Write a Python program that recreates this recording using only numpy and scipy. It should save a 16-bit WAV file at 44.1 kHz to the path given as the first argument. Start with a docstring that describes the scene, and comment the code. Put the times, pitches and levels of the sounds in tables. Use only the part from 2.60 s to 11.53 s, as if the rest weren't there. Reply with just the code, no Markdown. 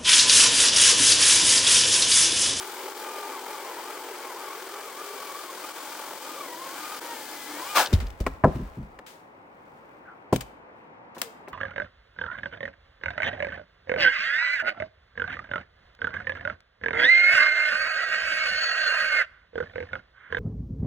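"""A battery chainsaw with a long bar cuts a slab off a thick log in snowy woods: tones locked to the
link rate sing over noise pulsed by the cutters. The chain snatches as the slab comes free and stops.
The slab thuds on its edge and topples onto other slabs and rocks: decaying sines, struck modes, clicks
and showers of crumbs. The bar is set down on it and the chain gives a last jerk. Trunks echo the
impacts; a far rush of noise fills the woods."""
import sys
import numpy as np
from scipy import signal
from scipy.fft import rfft, irfft
from scipy.io import wavfile

SR = 44100
rng = np.random.default_rng(int(sys.argv[2]) if len(sys.argv) > 2 else 0)


def log_audio(samples):
    """Write samples as a 16-bit WAV file to the path given in sys.argv[1]."""
    # one column per channel
    frames = np.atleast_2d(samples).T
    # limit to full scale, then quantise
    limited = np.clip(frames, -1, 1)
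    pcm = np.round(limited * 32767).astype(np.int16)
    wavfile.write(sys.argv[1], SR, pcm)


N = 393813
TIME_S = np.arange(N) / SR
BIN_HZ = np.maximum(np.fft.rfftfreq(N, 1 / SR), 1)

# Chain tones, relative levels: link_rate_multiple, level_db
CHAIN_TONES = [(.5, -9.5), (1, 9), (2, -3), (3, -17)]
# Motor whine, relative levels: link_rate_multiple, level_db
MOTOR_TONES = [(1.66, -9), (2, -3), (2.43, 0), (3, -10)]
# Cut, before trim, load and bite: time_s, log_drone_db, kerf_rasp_db, chip_spray_db
CUT_LEVELS = [(0.0, -60, -40, -43.5), (0.21, -44.5, -39, -44), (0.37, -43.5, -40.5, -44.5),
              (0.44, -42.5, -40, -45.5), (2.31, -46.5, -42, -47), (2.47, -44, -42, -45.5),
              (3.31, -46, -40.5, -44.5), (3.91, -41.5, -43.5, -45.5), (4.2, -48.5, -40, -44),
              (4.31, -43.5, -40, -43.5), (4.87, -52, -42, -42.5), (5.01, -41, -38, -42),
              (5.08, -48, -40.5, -41.5)]
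# Spectra of the cut's layers: freq_hz, relative_level_db
DRONE_COLOUR = [(40, -72.5), (100, -55.5), (180, -30), (250, -5), (310, 0.5), (430, 5), (540, 8),
                (620, 3.5), (850, -17)]
RASP_COLOUR = [(450, -32.5), (620, -7.5), (750, -2.5), (870, 1), (1050, -4), (1300, -2.5), (1600, -4.5),
               (1900, -9.5), (2300, -7.5), (2700, -14), (3100, -11), (3800, -39.5)]
SPRAY_COLOUR = [(1650, -28), (2800, -7), (3150, 0), (3900, -2), (4700, 0), (6000, -2), (9000, -1),
                (16000, -6)]
# Spectrum of the snatch: freq_hz, relative_level_db
SNATCH_COLOUR = [(35, -62), (60, -30.5), (189, -26.5), (330, -11), (448, -15.5), (480, -9.5), (842, -5.5),
                 (1090, -8.5), (1580, -7.5), (1950, -15.5), (3670, -13), (10800, -19), (16000, -22.5)]
# Left-right likeness of the saw and crumbs: freq_hz, correlation
SAW_LIKENESS = [(130, 1), (640, 0.96), (1410, 0.94), (3100, 0.43), (6800, 0.32), (15000, 0.25)]
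# Brief dips in saw level: centre_s, depth_db, half_width_s
LEVEL_DIPS = [(.34, 5, 0.015), (2.881, 3, 0.02), (3.13, 4, 0.013), (3.6, 3.5, 0.012), (4.402, 13, 0.0065)]
# Saw rocked into the wood, chain dragged down then let go:
# deepest_s, press_s, recovery_s, load_0_to_1, chain_tone_db
BITES = [(.25, .25, .18, .47, -52), (.64, .2, .06, 0.05, -43.5), (0.841, .14, .08, .7, -48.5),
         (1.17, .25, .12, .68, -43.5), (1.5, .18, .16, .66, -57), (1.75, .17, .07, .78, -41.5),
         (1.9, .07, .04, 0.35, -42), (2.032, .09, .08, .45, -55), (2.18, 0.0709, .07, .25, -44.5),
         (2.33, .07, .06, .58, -45.5), (2.72, .4, .07, .28, -44), (2.96, .16, .09, .7, -45.5),
         (3.25, .2, .1, .33, -52.5), (3.551, .2, .07, .62, -49.5), (3.911, .16, .33, .68, -42)]
# Steady push through the last sliver: time_s, load_0_to_1, chain_tone_db, motor_whine_db
LAST_PUSH = [(4.39, 0.02, -46.5, -73), (4.41, .7, -46, -57), (4.52, .75, -41, -57), (4.62, .94, -53, -53.5),
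             (4.88, 1, -54, -50), (5.0, .68, -40.5, -52), (5.05, .38, -45, -65), (5.1, .06, -42, -39),
             (5.149, 0.04, -37, -62)]
# Hum of the half-freed slab, lower late in the cut: time_s, pitch_hz, purity_0_to_1, level_db
SLAB_HUM = [(0, 384.2, 0.18, -42.5), (1.6, 390.5, 0, -45.5), (2.55, 407.3, 0.24, -45.5),
            (3.1, 329.4, 0.02, -51), (4.85, 302.8, .2, -48.5), (4.96, 295, 0.85, -39.5),
            (5.13, 325.2, .3, -60.5)]
# Ringing of the long bar: time_s, level_db
BAR_RING = [(0, -49), (.65, -41.5), (1.75, -49), (2.4, -60), (3.0, -58), (3.5, -46), (3.9, -61)]
# Far rush in the woods, spectrum: freq_hz, relative_level_db
AIR_COLOUR = [(25, -24), (45, -24.5), (110, -10.5), (200, -8), (265, -4.5), (340, -5.5), (440, -7),
              (515, -3.5), (600, -7.5), (880, -4.5), (1600, -14.5), (2300, -18.5), (3300, -31), (6000, -43),
              (16000, -71)]
# Far rush, level: time_s, level_db
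AIR_LEVEL = [(0, -99), (5.3, -50.5), (6.6, -52.5), (7.3, -51), (8.1, -50.5), (8.9, -49)]
# Far rush, left-right likeness: freq_hz, correlation
AIR_LIKENESS = [(60, 0.92), (180, 0.93), (550, 0.4), (1650, -0.54), (5000, -0.69), (15000, -0.2)]
# Last fibres and bark snapping: start_s, level_db
SNAPS = [(5.26, -32), (5.271, -37), (5.337, -33.5), (5.349, -45), (5.402, -47.5), (5.469, -49.5)]
# Showers of sawdust and bark crumbs, later a faint rustle: thickest_s, level_db, rise_s, t60_s
CRUMB_SHOWERS = [(5.3, -37, 0.018, 0.91), (5.69, -52, 0.077, 0.89), (5.96, -46.5, 0.035, 1.2),
                 (6.7, -67.5, 0.36, 2.7), (7.18, -63.5, 0.22, 3), (8.19, -70.5, .04, 0.58)]
# Spectrum of the crumbs: freq_hz, relative_level_db
CRUMB_COLOUR = [(500, 4.5), (2500, -9), (16000, -18.0)]
# Blows on wood: start_s, level_db, dull_above_hz, contact_t60_s
KNOCKS = [(5.324, -23.5, 440, 0.04), (5.415, -38.5, 370, 0.091), (5.602, -32.5, 616, 0.082),
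          (5.665, -22.5, 2470, 0.028), (5.838, -15, 1500, 0.05), (5.844, -11, 1110, 0.021),
          (5.864, -22, 726, 0.14), (5.958, -32, 350, 0.17), (5.99, -34, 294, 0.12), (6.17, -37, 282, 0.21),
          (6.389, -43.5, 3900, 0.025), (7.726, -14.5, 853, 0.026), (7.756, -31.5, 694, 0.037),
          (8.566, -40, 1800, .07), (8.617, -39.5, 3570, 0.052), (8.877, -40, 2490, 0.034)]
# Modes of the slab: freq_hz, relative_level_db, t60_s
SLAB_MODES = [(156.3, -0.5, 0.16), (202.4, -0.5, 0.11), (266, -1.5, 0.123), (312, -7.5, 0.08),
              (408, 2.5, 0.029), (504, 0, 0.049), (634, 0.5, 0.014), (737, -1.5, 0.051), (864, -13, 0.056),
              (930, -6, 0.047), (1052, -7, 0.033), (1325, -3.5, 0.033), (1670, -24, 0.13)]
# Clicks of chain, bark and grit: start_s, level_db, t60_s, dull_above_hz
CLICKS = [(5.328, -34, 0.11, 5860), (5.401, -41.5, 0.14, 2130), (5.503, -52.5, 0.024, 4440),
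          (5.602, -44, 0.09, 8900), (5.665, -39.5, 0.057, 5200), (5.842, -47.5, .05, 4940),
          (5.861, -53.5, 0.87, 2200), (6.389, -58, .025, 3970), (6.463, -47, 0.4, 8330),
          (7.726, -35, 0.15, 8910), (7.76, -33.5, 0.028, 10500), (7.807, -37.5, 0.061, 9700),
          (8.547, -54.5, 0.25, 6960), (8.581, -46, 0.11, 13900), (8.6159, -27.5, 0.018, 13000),
          (8.624, -39, 0.13, 12900), (8.882, -55, 0.079, 8750)]
# Weight meeting the ground: start_s, level_db, pitch_hz, t60_s
THUDS = [(5.336, -0.5, 85, 0.085), (5.608, -10.5, 67, 0.064), (5.674, -25, 58.5, 0.071),
         (5.84, -5.5, 100, 0.048), (5.952, -20, 126, 0.11), (5.997, -21.5, 133, 0.099),
         (6.172, -27.5, 129, 0.23), (6.19, -31, 71, 0.2), (7.726, -18, 123.6, 0.2)]
# Decay of the woods' echo: freq_hz, t60_s
WOODS_T60 = [(60, 0.47), (300, 0.16), (1200, 0.75), (4000, 0.44), (14000, 0.36)]
# Response of the two microphone ports: freq_hz, left_db, right_db
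PORTS = [(300, -1.66, -2.5), (1300, 0.5, -1.14), (2200, 1.34, -1.6), (5900, -2.5, -6.5), (7600, -1.5, -8),
         (9940, -1, -21), (10740, -9, -12), (11900, -4, -10.5), (15500, 3.5, -6.5)]

FLUTTER_HZ, FLUTTER_END_S = 43.07, 4.4
# drive links passing the sprocket with no load, and the loss at full load
FREE_LINKS_PER_S, SAG_LINKS_PER_S = 1230, 400
# change at full load: a laden chain sounds deeper
DRONE_LOAD_DB, RASP_LOAD_DB, SPRAY_LOAD_DB = 3.5, -2.5, -2
# log thrum: level at start unloaded, gain at full load, growth as the cut deepens
THRUM_DB, THRUM_LOAD_DB, THRUM_DB_PER_S = -74.5, 4, 2
# the chain snatches at the loose slab and stalls
SNATCH_S, SNATCH_ATTACK_S, SNATCH_FADE_S, STALL_S = 5.146, .022, 0.067, .1
SNATCH_DB, SNATCH_TONE_DB = -16, -23
# the chain's last jerk
JERK_S, JERK_WIDTH_S, JERK_DB, JERK_LINKS_PER_S, JERK_SLOWING_S = 8.665, 0.037, -43, 460, 0.8
# low rumble after every thud; level relative to the thud
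GROUND_HZ, GROUND_WIDTH_HZ, GROUND_DB, GROUND_T60_S, GROUND_RISE_S = 54, 19.5, -13.5, 0.47, 0.016


def from_db(db):
    """Decibels to gain."""
    return 10 ** (np.asarray(db) / 20)


def decay(t, t60_s):
    """Exponential decay, 60 dB per t60."""
    return from_db(-60 * t / t60_s)


def rise(t, rise_s):
    """Exponential approach to 1."""
    return 1 - np.exp(-t / rise_s)


def bump(centre_s, width_s):
    """Gaussian bump in time, peak 1."""
    return np.exp(-((TIME_S - centre_s) / width_s) ** 2)


def rms_one(x):
    """Scale to unit power."""
    return x / np.sqrt(np.mean(x ** 2) + 1e-20)


def in_time(rows):
    """Each column of a curve, sample by sample."""
    s, *columns = np.transpose(rows)
    return [np.interp(TIME_S, s, column) for column in columns]


def at_hz(points, hz):
    """Read a table on a log-frequency axis."""
    table_hz, value = np.transpose(points)
    return np.interp(np.log(hz), np.log(table_hz), value)


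def phase(hz):
    """Integrate frequency to radians."""
    return 2 * np.pi * np.cumsum(hz) / SR


def drift(rate_hz):
    """Low-passed noise, rms 1, computed at an eighth of the sample rate."""
    pole = np.exp(-16 * np.pi * rate_hz / SR)
    noise = rng.standard_normal(N // 8 + 2002)
    slow = signal.lfilter([1], [1, -2 * pole, pole * pole], noise)[2000:]
    return np.interp(np.arange(N) / 8, np.arange(len(slow)), rms_one(slow))


def blurred(turn, width_hz):
    """A tone smeared into a narrow band, with the power of a unit sine."""
    return (drift(width_hz) * np.sin(turn) + drift(width_hz) * np.cos(turn)) / np.sqrt(2)


def filtered(x, hz, kind, order=2):
    """Causal Butterworth filter."""
    sos = signal.butter(order, np.clip(hz, 10, .45 * SR), kind, fs=SR, output="sos")
    return signal.sosfilt(sos, x + 1e-18)


def coloured(colour, likeness, drive=1):
    """Stereo noise, pulsed by the drive and then shaped by a spectrum; the middle has rms 1."""
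    mid, side = rfft(rng.standard_normal((2, N)) * drive)
    alike = np.clip(at_hz(likeness, BIN_HZ), -.9, .999)
    pair = np.sqrt(1 + alike) * mid + np.sqrt(1 - alike) * side * [[1], [-1]]
    out = irfft(pair * from_db(at_hz(colour, BIN_HZ)), N)
    return out / out.mean(axis=0).std()


def add(track, s, sound):
    """Mix a sound in at a time."""
    part = track[round(s * SR):][:len(sound)]
    part += sound[:len(part)]


def at_level(hit, db):
    """Set the rms of a hit's first fiftieth of a second."""
    return from_db(db) * hit / hit[:SR // 50].std()


def chain_load():
    """Chain load, 0-1: each bite ramps up and lets go, then comes the last push."""
    load = in_time(LAST_PUSH)[0]
    for s, press_s, recovery_s, bite_load, _ in BITES:
        load = load + bite_load * np.interp(TIME_S, [s - press_s, s, s + recovery_s], [0, 1, 0])
    return load


def chain_speed(load):
    """Links per second: the chain sags under load, stalls after the snatch and twitches once more."""
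    stalled_s = np.maximum(TIME_S - SNATCH_S - SNATCH_ATTACK_S, 0)
    running = (FREE_LINKS_PER_S - SAG_LINKS_PER_S * load) * np.exp(-stalled_s / STALL_S)
    jerk_s = np.maximum(TIME_S - JERK_S, -2 * JERK_WIDTH_S)
    jerk = JERK_LINKS_PER_S * np.exp(-jerk_s / JERK_SLOWING_S)
    return np.where(TIME_S < (SNATCH_S + JERK_S) / 2, running, jerk)


def snatch_force():
    """The snatch grips fast and fades as the chain stalls, 0-1."""
    t = TIME_S - SNATCH_S
    fade = np.exp(-(np.maximum(t - SNATCH_ATTACK_S, 0) / SNATCH_FADE_S) ** 2)
    return np.clip(t / SNATCH_ATTACK_S, 0, 1) * fade


def kerf_noise(load, teeth, bite_db=1.05, drone_trim_db=-2.0, rasp_trim_db=-0.5, spray_trim_db=5.0):
    """Cutter-pulsed noise: the log drones, the kerf rasps, chips spray."""
    drone_db, rasp_db, spray_db = in_time(CUT_LEVELS)
    # hard and soft wood make the bite uneven
    bite = bite_db * drift(22)
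    drone_gain = from_db(drone_db + drone_trim_db + DRONE_LOAD_DB * load + bite)
    rasp_gain = from_db(rasp_db + rasp_trim_db + RASP_LOAD_DB * load + bite)
    spray_gain = from_db(spray_db + spray_trim_db + SPRAY_LOAD_DB * load)
    drone = drone_gain * coloured(DRONE_COLOUR, SAW_LIKENESS, teeth)
    rasp = rasp_gain * coloured(RASP_COLOUR, SAW_LIKENESS, teeth)
    return drone + rasp + spray_gain * coloured(SPRAY_COLOUR, SAW_LIKENESS, teeth)


def resonances(load, bar_hz=870, bar_width_hz=55, slab_width_hz=70, log_hz=180, log_width_hz=28):
    """The cutters shake the slab, the bar and the log, each at its own pitch."""
    hz, purity, slab_db = in_time(SLAB_HUM)
    bar_db, = in_time(BAR_RING)
    thrum_db = THRUM_DB + THRUM_LOAD_DB * load + THRUM_DB_PER_S * TIME_S
    thrum_gain = from_db(thrum_db) * (TIME_S < FLUTTER_END_S)
    turn, purity = phase(hz), np.clip(purity, 0, 1)
    slab = np.sqrt(purity) * np.sin(turn) + np.sqrt(1 - purity) * blurred(turn, slab_width_hz)
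    bar = blurred(2 * np.pi * bar_hz * TIME_S, bar_width_hz)
    log = blurred(2 * np.pi * log_hz * TIME_S, log_width_hz)
    # small parts radiate no bass
    small_parts = filtered(from_db(slab_db) * slab + from_db(bar_db) * bar, 235, "high", order=4)
    return np.sqrt(2) * (small_parts + thrum_gain * log)


def chain_song(links, turn, blur_share, grip, in_kerf, blur=0.55, blur_hz=42):
    """Link-rate tones sing in bites, last push, snatch and jerk; the motor whines above them."""
    # tones are smeared into narrow bands, most while the speed changes
    speed_change = np.minimum(np.abs(np.gradient(links)) * SR / 1500, 1)
    smear = blur * (blur_share / 2 + speed_change)
    tones = sum(from_db(db) * (np.sin(k * turn) + smear * blurred(k * turn, blur_hz))
                for k, db in CHAIN_TONES)
    tones = rms_one(tones / np.sqrt(1 + smear ** 2))
    motor = rms_one(sum(from_db(db + 2 * drift(31)) * np.sin(k * turn + .5 * drift(50))
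                        for k, db in MOTOR_TONES))
    bite_tones = [(row[0], row[-1]) for row in BITES]
    push_tones = [(s, db) for s, _, db, _ in LAST_PUSH]
    sing_db, = in_time(bite_tones + push_tones)
    jerk = from_db(JERK_DB) * bump(JERK_S, JERK_WIDTH_S)
    sing = from_db(sing_db) * in_kerf + from_db(SNATCH_TONE_DB) * grip ** 2 + jerk
    whine_gain = from_db(in_time(LAST_PUSH)[2]) * in_kerf
    return sing * from_db(2.8 * blur_share * drift(26)) * tones + whine_gain * motor


def saw(flutter=0.13, slow_waver=.016, fast_waver=.012, tooth_bite=0.33, grain_db=-1.0):
    """Cutters tear chips at half the link rate, driving kerf noise, chain song and snatch."""
    load = chain_load()
    links, grip = chain_speed(load), snatch_force()
    fluttering = TIME_S < FLUTTER_END_S
    # the pitch wavers and blurs while the sound flutters, and is steadier after
    blur_share = np.where(fluttering, 1, .4)
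    waver = fast_waver * drift(69.8) + slow_waver * drift(18)
    turn = phase(links * (1 + blur_share * waver))
    teeth = np.exp(tooth_bite * np.cos(turn / 2)) * from_db(grain_db * drift(500))
    in_kerf = np.interp(TIME_S, [5.17, 5.28], [1, 0])
    cutting = (kerf_noise(load, teeth) + resonances(load)) * in_kerf
    song = chain_song(links, turn, blur_share, grip, in_kerf)
    snatch = from_db(SNATCH_DB) * grip * coloured(SNATCH_COLOUR, SAW_LIKENESS, teeth)
    # level flutters quickly through most of the cut
    throb = 1 + flutter * fluttering * np.sin(2 * np.pi * FLUTTER_HZ * TIME_S)
    dips_db = sum(depth_db * bump(s, width_s) for s, depth_db, width_s in LEVEL_DIPS)
    return (cutting + song) * throb * from_db(-dips_db) + snatch


def air():
    """Far rush in the woods: coloured noise with a slowly moving level."""
    return from_db(in_time(AIR_LEVEL)[0]) * coloured(AIR_COLOUR, AIR_LIKENESS)


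def crumbs(grain_db=2.5):
    """A fine patter follows the slab down; each shower swells and dies away."""
    showers = np.zeros(N)
    for s, db, rise_s, t60_s in CRUMB_SHOWERS:
        swell = np.exp(-(np.minimum(TIME_S - s, 0) / rise_s) ** 2)
        showers += from_db(db) * decay(np.maximum(TIME_S - s, 0), t60_s) * swell
    return showers * coloured(CRUMB_COLOUR, SAW_LIKENESS, from_db(grain_db * drift(200)))


def snaps(low_hz=3200, high_hz=5200, t60_s=0.02):
    """Dry fibres break with a brief bright ring."""
    out, t = np.zeros(N), TIME_S[:SR // 10]
    for s, db in SNAPS:
        burst = rng.standard_normal(len(t)) * decay(t, t60_s)
        add(out, s, at_level(filtered(burst, [low_hz, high_hz], "band"), db))
    return out


def knocks(crunch=0.19, dead_wood=0.68, lowest_hz=150, settle_s=0.00047):
    """A push and a crunch of rough faces excite the slab's modes; soft contacts are duller."""
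    out, t = np.zeros(N), TIME_S[:SR // 2]
    for s, db, dull_hz, contact_t60_s in KNOCKS:
        contact = crunch * rng.standard_normal(len(t)) * decay(t, contact_t60_s) * rise(t, settle_s)
        contact[0] += 1  # the push
        body = np.zeros(len(t))
        for k, (hz, mode_db, t60_s) in enumerate(SLAB_MODES):
            mode = decay(t, t60_s) * np.sin(2 * np.pi * hz * t)
            ring = signal.fftconvolve(contact, mode)[:len(t)]
            body += from_db(mode_db) * (-1) ** k * rms_one(ring)
        # between the clear modes lie many that die at once
        slap = filtered(contact, [lowest_hz, 1700], "band")
        blow = filtered(rms_one(body) + dead_wood * rms_one(slap), dull_hz, "low", order=4)
        # a short hard contact hardly moves the lowest modes
        add(out, s, at_level(filtered(blow, dull_hz / 10, "high"), db))
    return out


def clicks(grain_db=-4.5, lowest_hz=700, rise_s=0.00058):
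    """Each click is a dying cluster of tiny hard contacts."""
    out, t = np.zeros(N), TIME_S[:SR // 2]
    for s, db, t60_s, dull_hz in CLICKS:
        grains = rng.standard_normal(len(t)) * from_db(grain_db * rng.standard_normal(len(t)))
        grains = grains * decay(t, t60_s) * rise(t, rise_s)
        bright = filtered(grains, lowest_hz, "high")
        add(out, s, at_level(filtered(bright, dull_hz, "low", order=1), db))
    return out


def thuds(rise_s=0.0014):
    """The ground gives under the slab, swings a few times and rumbles on."""
    out, rumble, t = np.zeros(N), np.zeros(N), TIME_S[:SR]
    for s, db, hz, t60_s in THUDS:
        swing = decay(t, t60_s) * rise(t, rise_s) * np.sin(2 * np.pi * hz * t)
        add(out, s, from_db(db) * swing)
        add(rumble, s, from_db(db + GROUND_DB) * decay(t, GROUND_T60_S) * rise(t, GROUND_RISE_S))
    return out + rumble * blurred(2 * np.pi * GROUND_HZ * TIME_S, GROUND_WIDTH_HZ)


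def woods(x, build_s=0.015):
    """Trunks scatter a thin tail back, different at each ear."""
    t, edges_hz = TIME_S[:SR], np.geomspace(30, 16000, 10)
    tail = np.zeros((2, SR))
    for low_hz, high_hz in zip(edges_hz, edges_hz[1:]):
        band = filtered(rng.standard_normal((2, SR)), [low_hz, high_hz], "band")
        tail += band * decay(t, at_hz(WOODS_T60, np.sqrt(low_hz * high_hz)))
    tail = rms_one(tail * rise(t, build_s)) / np.sqrt(SR)
    return signal.fftconvolve(x[None], tail, axes=1)[:, :N]


def scuff(s=7.5, width_s=0.0483, level_db=-45, start_hz=1520, end_hz=1270, width_hz=190):
    """A faint falling squeak as the saw is swung round: a narrow noise band."""
    hz = np.interp(TIME_S, [s - width_s, s + width_s], [start_hz, end_hz])
    return from_db(level_db) * bump(s, width_s) * blurred(phase(hz), width_hz)


def scene(click_width=0.92, wood_echo_db=-21, click_echo_db=-17):
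    """Saw, falling slab and small clicks over the far rush of the woods."""
    wood, ticks = thuds() + knocks() + scuff(), clicks()
    wide_ticks = click_width * clicks() * [[1], [-1]]  # opposite sign left and right
    near = wood + snaps() + ticks + wide_ticks
    echo = woods(from_db(wood_echo_db) * wood + from_db(click_echo_db) * ticks)
    return saw() + near + crumbs() + echo + air()


def record(dry, low_cut_hz=25, high_cut_hz=16000, left_lag_s=.00002):
    """Each port has its own colour, the left one lags; deepest bass and top are cut."""
    ports = from_db([at_hz(np.array(PORTS)[:, [0, side]], BIN_HZ) for side in (1, 2)])
    lag = np.exp(-2j * np.pi * BIN_HZ * np.array([[left_lag_s], [0]]))
    heard = filtered(irfft(rfft(dry) * ports * lag, N), low_cut_hz, "high")
    top_cut = signal.ellip(12, .1, 80, high_cut_hz, fs=SR, output="sos")
    return signal.sosfilt(top_cut, heard)


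dry = scene()
out = record(dry)
log_audio(out)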